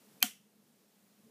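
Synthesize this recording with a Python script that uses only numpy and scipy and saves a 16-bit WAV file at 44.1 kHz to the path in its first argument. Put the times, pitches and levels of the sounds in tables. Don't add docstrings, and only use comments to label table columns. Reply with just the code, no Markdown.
import sys
import numpy as np
from scipy import signal
from scipy.io import wavfile

SR = 44100
rng = np.random.default_rng(int(sys.argv[2]) if len(sys.argv) > 2 else 0)


def ratio(d):
    e = np.asarray(d, float) / 20
    return 10 ** e


def unload_wav(signal):
    wavfile.write(
        sys.argv[1],
        SR,
        np.round(np.clip(np.atleast_2d(signal).T, -1, 1) * 32767).astype(np.int16),
    )


N = 57330
SNAP_S = .228


def rms_one(x):
    return x / np.sqrt(np.mean(x ** 2) + 1e-20)


def at_hz(points, hz):
    table_hz, value = np.transpose(points)
    return np.interp(np.log(hz), np.log(table_hz), value)


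def highpass(x, order, hz):
    return signal.sosfilt(signal.butter(order, hz, "high", fs=SR, output="sos"), x)


def drift(rate_hz):
    r = np.exp(-2 * np.pi * rate_hz * 40 / SR)
    noise = rng.standard_normal(N // 40 + 2002)
    slow = signal.lfilter([1], [1, -2 * r, r * r], noise)[2000:]
    return np.interp(np.arange(N) / 40, np.arange(len(slow)), rms_one(slow - slow.mean()))


def ring(x, hz, t60):
    r = ratio(-60 / (t60 * SR))
    w = 2 * np.pi * hz / SR
    return signal.lfilter([0, np.sin(w)], [1, -2 * r * np.cos(w), r * r], x + 1e-18)


def narrow_noise(hz, width_hz):
    noise = rng.standard_normal(N + SR // 4)
    return rms_one(ring(noise, hz, 2.2 / width_hz)[-N:])


def bands():
    edges = 35 * 2 ** np.arange(0, 9.1, 1 / 3)
    white = rng.standard_normal((2, N + SR // 4))
    for k, (low, high) in enumerate(zip(edges, edges[1:])):
        band = signal.butter(2, [low, high], "band", fs=SR, output="sos")
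        yield np.sqrt(low * high), signal.sosfilt(band, white[k % 2])[-N:]


def struck(events, modes, scatter_db, flip=1):
    s, db = np.transpose(events)
    at = np.round(s * SR).astype(int)
    chance = rng.standard_normal((len(s), len(modes), 2))
    push_or_pull = np.sign(chance[:, 0, 1])
    out = np.zeros(N)
    for k, (hz, level_db, t60) in enumerate(modes):
        strength = ratio(db + level_db + scatter_db * chance[:, k, 0])
        clicks = np.zeros(N)
        np.add.at(clicks, at, strength * push_or_pull * flip ** k)
        out += ring(clicks, hz, t60)
    return out


# pitch in Hz, level in dB.
HISS_COLOUR = [(40, -34), (130, -19), (209, -6), (320, -15), (450, -15.5), (1370, -25), (13000, -27),
               (16500, -27)]
# pitch in Hz, width in Hz, level in dB.
FAR_HUM = [(150, 12, -84), (208, 15, -68), (434, 42, -78)]


def background():
    hiss_db, patchy_db, swell_db = -65, 0.5, 3.5
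    hiss = sum(band * ratio(at_hz(HISS_COLOUR, hz) + patchy_db * drift(8)) for hz, band in bands())
    hum = sum(ratio(db + swell_db * drift(5)) * narrow_noise(hz, width) for hz, width, db in FAR_HUM)
    return ratio(hiss_db) * rms_one(hiss) + hum


# pitch in Hz, level in dB.
ROOM_COLOUR = [(400, -10.5), (1000, -4), (2000, 0), (3050, 3.5), (4500, -3), (5900, 1.5), (10000, 2),
               (15000, -2)]
# pitch in Hz, time to fall by 60 dB in seconds.
ROOM_FADE = [(300, 0.26), (1000, 0.21), (3000, 0.26), (6000, .29), (14000, .25)]
# pitch in Hz, width in Hz, level in dB, time to fall by 60 dB in seconds.
TAIL_SHIMMER = [(1450, 100, -55, .25), (2030, 120, -50, .32), (2720, 150, -48, .36), (3050, 200, -44, .36),
                (3280, 150, -48, .34), (5780, 250, -46, .33)]


def room():
    room_db, build_s = -30.5, 0.009
    t = np.maximum(np.arange(N) / SR - SNAP_S, 0)
    answer = sum(band * ratio(at_hz(ROOM_COLOUR, hz) - 60 * t / at_hz(ROOM_FADE, hz))
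                 for hz, band in bands())
    shimmer = sum(narrow_noise(hz, width) * ratio(db - 60 * t / t60)
                  for hz, width, db, t60 in TAIL_SHIMMER)
    return (ratio(room_db) * answer + shimmer) * (1 - np.exp(-t / build_s))


# pitch in Hz, level in dB, time to fall by 60 dB in seconds.
STAND = [(203.3, -40.5, .1), (213.4, -36.5, .11), (253, -38.5, .11), (279.4, -42, .07), (722, -34.5, 0.11),
         (760, -36.5, .05), (1413, -32, 0.12)]


def board():
    lag_s, soft_hz = 0.0018, 600.5
    jolt = struck([(SNAP_S + lag_s, 6)], STAND, scatter_db=0, flip=-1)
    dull = np.exp(-2 * np.pi * soft_hz / SR)
    return signal.lfilter([(1 - dull) ** 2], [1, -2 * dull, dull ** 2], jolt)


# time in seconds, level in dB.
SQUEAK_SWELL = [
    (.209, -69.5),
    (.214, -55),
    (.2185, -60),
    (.222, -41.5),
    (.2250, -34),
    (.2266, -30.5),
    (.2272, -67.5),
]


def squeak():
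    hz, rough, width_hz = 2480, 0.27, 830
    t = np.arange(N) / SR
    pure = np.sqrt(2) * np.sin(2 * np.pi * hz * t)
    tone = pure + rough * narrow_noise(hz, width_hz)
    s, db = np.transpose(SQUEAK_SWELL)
    return tone * ratio(np.interp(t, s, db, left=-140, right=-140))


# start in seconds, level in dB.
NAIL_TICKS = [
    (0.2045, -45.5),
    (.2160, -45),
]
# start in seconds, level in dB.
NAIL_FRACTURES = [
    (.2271, -22),
    (.22733, -6.5),
    (.22790, -8.5),
    (.2282, -15.5),
    (.2289, -23),
    (.2300, -26),
]
# pitch in Hz, level in dB, time to fall by 60 dB in seconds.
JAW_TONES = [(5200, -10, .005), (6394, -5, 0.0065), (7900, -8.5, .006), (8950, -11.5, 0.0034),
             (10430, 0, 0.0044), (12100, -0.5, .005), (14200, -3, 0.0046)]
# start in seconds, level in dB.
JAW_SLAM = [
    (.22755, -8),
    (.2289, -17),
    (.2302, -20),
]
# pitch in Hz, level in dB, time to fall by 60 dB in seconds.
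LEVER_TONES = [(1190, -15, .02), (1610, -22, .015), (2019, -16, .015), (2380, -12.5, .015),
               (2707, -10.5, .025), (3161, -1.5, .018), (4240, -3, .008)]


def snap():
    jaws = highpass(struck(NAIL_FRACTURES + NAIL_TICKS, JAW_TONES, scatter_db=2.5), 2, 4600)
    lever = struck(JAW_SLAM, LEVER_TONES, scatter_db=1.0)
    return highpass(jaws + lever, 2, 1200) * ratio(-5)


def scene():
    return (snap() + squeak() + board() + room() + background())[None]


def roll_off(x):
    return signal.sosfilt(signal.butter(12, 17080, fs=SR, output="sos"), x)


def record(dry):
    duck_db, attack_s, recover_s = 8.5, 0.077, 1.3
    top_from_hz, top_open_s, top_db = 15550, .003, -17.5
    t = np.arange(N) / SR - SNAP_S
    since = np.maximum(t, 0)
    gain = ratio(-duck_db * (1 - np.exp(-since / attack_s)) * np.exp(-since / recover_s))
    mic = gain * highpass(dry, 3, 106)
    below_top = signal.sosfiltfilt(signal.cheby2(20, 40, top_from_hz, fs=SR, output="sos"), mic)
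    top = ratio(top_db) * (mic - below_top) * np.exp(-(t / top_open_s) ** 2)
    return roll_off(below_top + top)


dry = scene()
out = record(dry)
unload_wav(out)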